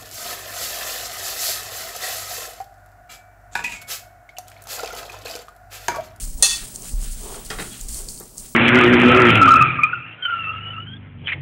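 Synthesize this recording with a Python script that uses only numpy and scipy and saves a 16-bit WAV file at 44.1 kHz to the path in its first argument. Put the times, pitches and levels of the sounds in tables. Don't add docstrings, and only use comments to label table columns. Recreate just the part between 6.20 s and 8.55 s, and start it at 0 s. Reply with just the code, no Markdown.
import sys
import numpy as np
from scipy import signal
from scipy.fft import rfft, irfft, next_fast_len
from scipy.io import wavfile

SR = 44100
rng = np.random.default_rng(int(sys.argv[2]) if len(sys.argv) > 2 else 0)


def transcribe(u):
    v = np.clip(np.atleast_2d(u).T, -1, 1)
    q = np.round(v * 32767).astype(np.int16)
    wavfile.write(sys.argv[1], SR, q)


N = 103635
T = np.arange(N) / SR

# f/Hz, level per Hz/dB
AIR_SPECTRUM = [(29, -45), (50, -7), (81, -7), (130, -7.5), (162, -0.5), (238, -1.5), (477, -21),
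                (628, -11), (688, -17.5), (1660, -27.5), (4000, -29.5), (5200, -51), (8800, -120)]
# t/s, level/dB
AIR_ENVELOPE = [(0.0, -46), (0.03, -43.5), (0.12, -49.5), (0.2, -43.5), (0.28, -51), (0.38, -45.5),
                (0.46, -46.5), (0.79, -45), (0.83, -41), (0.93, -49), (1.03, -45), (1.28, -49), (1.31, -42),
                (1.37, -47), (1.41, -38.5), (1.58, -47), (1.77, -45.5), (1.8, -50), (1.9, -46.5),
                (1.96, -49), (2.01, -48.5), (2.11, -54.5), (2.13, -49), (2.35, -52)]
AIR_TRIM_DB = -1.5
HISS_DB, HISS_FROM_HZ = -52.5, 4600
# f/Hz, level/dB
HUM_PARTIALS = [(120, -53.5), (240, -60.5)]
HUM_LIFT_DB = 3.5
# t/s, level/dB
WHINE_ENVELOPE = [(0, -49), (1.25, -49), (1.35, -57), (1.9, -56), (2.1, -61), (2.26, -50), (2.35, -53)]
WHINE_HZ, WHINE_WAVER_DB, WHINE_WAVER_HZ = 15737, 5, 11.6

# t/s, level/dB
RUMBLE_ENVELOPE = [(0.0, -54), (0.03, -30), (0.2, -29), (0.27, -48), (0.44, -34.5), (0.5, -55), (0.56, -44),
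                   (0.69, -44), (0.76, -30), (0.8, -31), (1.2, -38.5), (1.42, -34.5), (1.45, -42),
                   (1.48, -39), (1.58, -55), (1.62, -33.5), (1.77, -34.5), (2.15, -55), (2.2, -42.5),
                   (2.35, -54)]
RUMBLE_BAND_HZ = (14.1, 46.3)
THUMP_S, THUMP_DB, THUMP_T60_S = .737, -13, .55
THUMP_START_HZ, THUMP_SAG_HZ_PER_S = 37, 30

ROOM_T60_S, ROOM_DB, WALL_CUT_HZ = 0.52, -18.5, 3700

# t/s, low level/dB, upper level/dB
DRAG_ENVELOPES = [
    [(0.0, -57, -46), (0.008, -63, -48), (0.014, -58, -47.5), (0.064, -71, -55), (0.072, -54, -55.5),
     (0.112, -67, -60), (0.116, -58, -62), (0.128, -66, -57), (0.138, -57, -60), (0.146, -65, -62),
     (0.176, -75, -68), (0.186, -54, -79), (0.2, -46, -53)],
    [(0.42, -58.5, -42.5), (0.428, -47.5, -43), (0.466, -54.5, -49), (0.608, -51.5, -61), (0.652, -47, -47),
     (0.692, -64, -48.5), (0.734, -49.5, -66), (0.752, -68, -68), (0.768, -61, -58), (0.86, -53.5, -44.5),
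     (0.92, -71, -53), (1.042, -43, -50), (1.154, -39, -46.5), (1.29, -55, -53.5)],
    [(1.46, -49, -44), (1.496, -61.5, -53), (1.54, -62.5, -44.5), (1.648, -58, -55), (1.672, -53, -59.5),
     (1.696, -60, -51.5), (1.798, -49.5, -50), (1.846, -54, -57.5), (1.988, -56.5, -65),
     (2.012, -44.5, -68), (2.084, -58.5, -61), (2.128, -57, -78), (2.254, -54.5, -52.5), (2.35, -63, -71)],
]
# f/Hz, level per Hz/dB
DRAG_LOW_SPECTRUM = [(120, -61), (200, -22), (393, 8), (606, -4.5), (680, 3), (763, -2), (1080, -3.5),
                     (1210, -6.5), (2000, -26), (2600, -72), (4400, -120)]
# f/Hz, level per Hz/dB
DRAG_UPPER_SPECTRUM = [(1100, -4), (1400, 0), (2200, -1), (3200, 3), (4500, -0.5), (6000, -25)]

SQUEAK_S, SQUEAK_LENGTH_S, SQUEAK_DB = 1.495, .065, -45
SQUEAK_START_HZ, SQUEAK_RISE_HZ = 3250, 180

# t/s, drive level/dB, added high-band level/dB, added low-band level/dB, t60/s
KNOCK_EVENTS = [(1.141, -35, 3, -6, 0.16), (1.302, -17.5, 0.5, -9, 0.19), (1.386, -20, -3.5, 3, 0.1),
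                (1.396, -23, -1, 5, 0.12), (1.42, -29.5, -7.5, 12, 0.17), (1.666, -43, -25, -12, .1),
                (1.753, -27.5, -15, -8.5, 0.079), (1.798, -22, -17.5, -15, 0.1),
                (1.866, -29.5, -28, 1, 0.13), (2.006, -27, -13, -13, 0.11)]
# f/Hz, bandwidth/Hz, level/dB
FULL_DISH_MODES = [(131, 95, -2), (209, 115, -1), (324, 55, 0), (414, 69, 2.5), (718, 96, 2.5),
                   (860, 94, -3), (1150, 150, -4), (1350, 155, 2), (1890, 600, -2), (2250, 150, -4.5),
                   (2460, 110, -8.5), (3260, 110, -4.5), (3750, 180, -7), (5300, 1450, -12),
                   (8240, 3500, -16.5)]
KNOCK_DB, KNOCK_SPLIT_HZ = -0.5, (280, 550)

# t/s, gain of the whole clink/dB
CLINK_EVENT = [(0.2239, 1)]
# f/Hz, level/dB, t60/s, frequency split/Hz, relative amplitude of the twin (minus = opposed phase)
DISH_MODES = [(790, -11, .15, 30, .5), (1200, -13, .15, 40, .5), (1868, -13, 1.0, 11, .5),
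              (2622, -10, .8, 14, -.8), (3460, -5, .9, 9.5, .5), (4208, -2, .35, 6, .5),
              (4468, -8, .7, 44, .8), (5774, -10, .3, 12, .5), (6099, -11, .5, 10, .4),
              (6200, -14, .9, 9, .4), (6438, -14, .4, 15, -.5), (6594, -13, .35, 12, .4),
              (6992, -12, .4, 33, .8), (7085, -12, .5, 12, .5), (8110, -14, .4, 15, .5),
              (9128, -10, .3, 25, .6), (9600, -12, .3, 80, .8), (11095, -18, .35, 12, .4)]
DISH_DB, RING_ROUGH_DB, STRIKE_RISE_S = -18.5, 3.5, .0012
DAMP_S, DAMP_DB_PER_S = 0.36, 246
# f/Hz, level/dB
SHIMMER_SPECTRUM = [(500, 7), (800, -25), (2000, -25), (3300, -14), (4400, -9), (5200, -5.5), (6300, 2.5),
                    (7600, -5), (9300, 5.5), (10500, -7.5), (12500, -19), (16000, -23)]
SHIMMER_DB, SHIMMER_SPREAD_DB, SHIMMER_MEAN_T60_S, SHIMMER_FROM_HZ = -29.5, 3, 0.27, 2000
CRACK_DB, CRACK_T60_S = -5, 0.049
# f/Hz, level per Hz/dB
RATTLE_SPECTRUM = [(500, -53), (800, -10), (1300, -10.5), (2200, -14), (3300, -3), (4400, 0), (6300, 1),
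                   (7600, -0.5), (9300, -0.5), (10500, -6.5), (13000, -16), (16000, -30)]
RATTLE_DB, RATTLE_T60_S = -19, 0.83

# t/s, level/dB
CRACKLE_ENVELOPE = [
    [(0.0, -34), (0.044, -29.5), (0.064, -42.5), (0.078, -38), (0.122, -44), (0.132, -44), (0.144, -42.5),
     (0.168, -47), (0.178, -40.5), (0.215, -43.5)],
    [(0.4, -37.5), (0.53, -42), (0.538, -41), (0.548, -34.5), (0.588, -41), (0.696, -35.5), (0.778, -46.5),
     (0.832, -35.5), (0.9, -40.5), (0.932, -37), (0.964, -42.5), (1.018, -39.5), (1.16, -37.5),
     (1.232, -47.5), (1.26, -36.5), (1.29, -47)],
    [(1.29, -44), (1.31, -37), (1.368, -43.5), (1.408, -35), (1.498, -40), (1.622, -41.5), (1.676, -45),
     (1.684, -34), (1.786, -33), (1.88, -42), (1.886, -36), (2.038, -42), (2.042, -48), (2.154, -52),
     (2.18, -37.5), (2.35, -46.5)],
]
# f/Hz, level per Hz/dB
CRUST_SPECTRUM = [(2000, -23.5), (3600, -27.5), (4200, -11.5), (5000, -7.5), (5700, -7.5), (8100, 0.5),
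                  (9300, 0.5), (11200, -9.5), (14000, -13), (15700, -12.5), (15900, -26), (16400, -26)]
MEDIAN_GRAINS_PER_S, GRAIN_SPREAD_DB, CLUMP_DB = 5000, 1.5, 2
# t/s, tick level/dB, then low, middle and high band level/dB before the burst gain
SNAP_EVENTS = [(0.0258, -25, -37, -30, -39), (0.0414, -24, -30, -35, -45), (0.0764, -39, -46, -42, -42),
               (0.1762, -31, -52, -34, -53), (0.18, -39, -59, -38, -45), (0.5477, -29, -41, -37, -40),
               (0.559, -24.5, -33.5, -24, -48), (0.621, -21, -37, -23, -42), (0.6944, -12, -48, -37, -39),
               (0.8292, -27.5, -40, -25, -41), (0.924, -30, -43, -36, -50), (1.0111, -35, -47, -35, -48),
               (1.0338, -27, -45, -26.5, -48), (1.2603, -24, -28.5, -46, -46), (1.6054, -30, -42, -29, -38),
               (1.6113, -22, -29.5, -21.5, -32), (1.6858, -23, -39, -27, -43), (1.69, -31, -41, -29, -40),
               (1.7442, -24, -26, -28, -38), (1.8871, -4, -21, -24, -46), (1.976, -26, -29.5, -37, -44.5),
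               (2, -25, -38, -32.5, -27.5), (2.056, -36, -50, -33, -54), (2.1455, -44, -44, -39, -56),
               (2.18, -26, -42, -26, -46)]
# lower f/Hz, upper f/Hz
SNAP_BANDS = [(4100, 5200), (6500, 8500), (10500, 14600)]
SNAP_BURST_GAIN_DB, SNAP_BURST_T60_S = 9, .014

CUTOFF_HZ = 15790


def from_db(db):
    return 10 ** (np.asarray(db) / 20)


def rms_one(x):
    return x / np.sqrt(np.mean(x ** 2) + 1e-20)


def in_time(rows):
    s, *columns = np.transpose(rows)
    return [np.interp(T, s, c) for c in columns]


def drift(rate_hz):
    r = np.exp(-2 * np.pi * rate_hz / SR)
    noise = rng.standard_normal(N + SR)
    settled = signal.lfilter([1], [1, -2 * r, r * r], noise)[SR:]
    return rms_one(settled)


def colour(x, spectrum):
    hz, db = np.transpose(spectrum)
    f = np.maximum(np.arange(N // 2 + 1) * SR / N, 1)
    gain = from_db(np.interp(np.log(f), np.log(hz), db, -80, -80))
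    return rms_one(irfft(rfft(x) * gain, N))


def dying(s, t60):
    return (T >= s) * from_db(-60 * np.maximum(T - s, 0) / t60)


def grains(per_s, spread_db):
    sizes = from_db(spread_db * np.minimum(rng.exponential(1, N), 5))
    signs = rng.choice([-1, 1], N)
    return sizes * signs * (rng.random(N) < per_s / SR)


def room_tone(air_db):
    return from_db(AIR_TRIM_DB + air_db) * colour(rng.standard_normal(N), AIR_SPECTRUM)


def hiss():
    spectrum = [(HISS_FROM_HZ / 2, -20), (HISS_FROM_HZ, 0), (15800, 0)]
    return from_db(HISS_DB) * colour(rng.standard_normal(N), spectrum)


def hum(air_db):
    swell = from_db(air_db - air_db.mean())
    partials = sum(from_db(db + HUM_LIFT_DB) * np.sin(2 * np.pi * hz * T) for hz, db in HUM_PARTIALS)
    return partials * swell


def whine():
    level_db, = in_time(WHINE_ENVELOPE)
    waver_db = WHINE_WAVER_DB * np.cos(2 * np.pi * WHINE_WAVER_HZ * T)
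    return from_db(level_db + waver_db) * np.sin(2 * np.pi * WHINE_HZ * T)


def background():
    air_db, = in_time(AIR_ENVELOPE)
    return room_tone(air_db) + hum(air_db) + whine() + hiss()


def rumble():
    level_db, = in_time(RUMBLE_ENVELOPE)
    band = signal.butter(3, RUMBLE_BAND_HZ, "band", fs=SR, output="sos")
    noise = signal.sosfilt(band, rng.standard_normal(N + SR))[SR:]
    return from_db(level_db) * rms_one(noise)


def bump():
    t = T - THUMP_S
    cycles = THUMP_START_HZ * t - THUMP_SAG_HZ_PER_S * t ** 2 / 2
    return from_db(THUMP_DB) * np.sin(2 * np.pi * cycles) * dying(THUMP_S, THUMP_T60_S)


def kitchen(x):
    size = next_fast_len(N + SR)
    w = 2 * np.pi * np.arange(size // 2 + 1) / size
    dull = 1 / (1 + 1j * w * SR / (2 * np.pi * WALL_CUT_HZ))
    echo = 0
    for k, lag in enumerate(rng.uniform(.008, .03, 8)):
        loop = from_db(-60 * lag / ROOM_T60_S) * dull * np.exp(-1j * w * lag * SR)
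        echo = echo + (-1) ** k * loop / (1 - loop)
    return irfft(rfft(x, size) * echo, size)[:N]


def drag():
    low_db, upper_db = in_time(np.concatenate(DRAG_ENVELOPES))
    low = from_db(low_db) * colour(grains(1500, 2.2), DRAG_LOW_SPECTRUM)
    upper = from_db(upper_db) * colour(grains(3000, 1.47), DRAG_UPPER_SPECTRUM)
    return low + upper


def squeak():
    part = np.clip((T - SQUEAK_S) / SQUEAK_LENGTH_S, 0, 1)
    hz = SQUEAK_START_HZ + SQUEAK_RISE_HZ * part + 30 * drift(76)
    swell = np.sin(np.pi * part)
    return from_db(SQUEAK_DB) * swell * np.sin(2 * np.pi * np.cumsum(hz) / SR)


def knock_envelope(band):
    total = 0
    for s, db, bright_db, depth_db, t60 in KNOCK_EVENTS:
        band_db = (depth_db, 0, bright_db)[band]
        total = total + from_db(db + band_db) * dying(s, t60)
    return total


def knocks():
    envelopes = [knock_envelope(band) for band in range(3)]
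    contact = rms_one(grains(3000, 2.5))
    out = 0
    for k, (hz, width, db) in enumerate(FULL_DISH_MODES):
        band = np.searchsorted(KNOCK_SPLIT_HZ, hz)
        drive = envelopes[band] * contact * from_db(2.0 * drift(22.4))
        r = np.exp(-np.pi * width / SR)
        poles = [1, -2 * r * np.cos(2 * np.pi * hz / SR), r * r]
        mode = signal.lfilter([1 - r * r, 0, r * r - 1], poles, drive + 1e-18)
        out = out + (-1) ** k * from_db(db) * mode
    return from_db(KNOCK_DB) * out


def dish_ring(s):
    t, out = T - s, 0
    for hz, level_db, t60, split_hz, twin in DISH_MODES:
        pair = np.sin(2 * np.pi * hz * t) + twin * np.sin(2 * np.pi * (hz + split_hz) * t)
        flutter_db = RING_ROUGH_DB * drift(34)
        out = out + from_db(DISH_DB + level_db + flutter_db) * dying(s, t60) * pair
    return out


def spoon_shimmer(s):
    t, out = T - s, 0
    shape_hz, shape_db = np.transpose(SHIMMER_SPECTRUM)
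    for place, size, life, turn in rng.random((160, 4)):
        hz = SHIMMER_FROM_HZ + place * (shape_hz[-1] - SHIMMER_FROM_HZ)
        mode_db = np.interp(np.log(hz), np.log(shape_hz), shape_db)
        level_db = SHIMMER_DB + mode_db + SHIMMER_SPREAD_DB * (2 * size - 1)
        decay = dying(s, SHIMMER_MEAN_T60_S * (.5 + life))
        out = out + from_db(level_db) * decay * np.sin(2 * np.pi * (hz * t + turn))
    return out


def clink():
    s, db = CLINK_EVENT[0]
    crack = colour(rng.standard_normal(N), SHIMMER_SPECTRUM) * from_db(CRACK_DB) * dying(s, CRACK_T60_S)
    rattle = colour(grains(6000, 2.6), RATTLE_SPECTRUM) * from_db(RATTLE_DB) * dying(s, RATTLE_T60_S)
    rise = np.clip((T - s) / STRIKE_RISE_S, 0, 1) ** 2
    choke = from_db(db - DAMP_DB_PER_S * np.maximum(T - DAMP_S, 0))
    return (dish_ring(s) + spoon_shimmer(s) + crack + rattle) * rise * choke


def crackle():
    level_db, = in_time(np.concatenate(CRACKLE_ENVELOPE))
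    grains_per_s = MEDIAN_GRAINS_PER_S * from_db(CLUMP_DB * drift(40))
    return from_db(level_db) * colour(grains(grains_per_s, GRAIN_SPREAD_DB), CRUST_SPECTRUM)


def snaps():
    spray = rms_one(grains(4400, 4.2))
    out = 0
    for k, band_hz in enumerate(SNAP_BANDS):
        drive = np.zeros(N)
        for s, tick_db, *band_db in SNAP_EVENTS:
            drive += from_db(SNAP_BURST_GAIN_DB + band_db[k]) * dying(s, SNAP_BURST_T60_S) * spray
            drive[int(s * SR)] += from_db(tick_db + band_db[k] - max(band_db))
        band = signal.butter(2, band_hz, "band", fs=SR, output="sos")
        out = out + signal.sosfilt(band, drive + 1e-18)
    return out


def crust():
    return crackle() + snaps()


def scene():
    near = crust() + knocks() + squeak()
    echo = from_db(ROOM_DB) * kitchen(near)
    mix = near + echo + clink() + drag() + rumble() + bump() + background()
    return mix[None]


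def record(dry):
    clipped = np.clip(dry, -.97, .97)
    low_pass = signal.ellip(12, .5, 70, CUTOFF_HZ, fs=SR, output="sos")
    return signal.sosfilt(low_pass, clipped)


dry = scene()
out = record(dry)
transcribe(out)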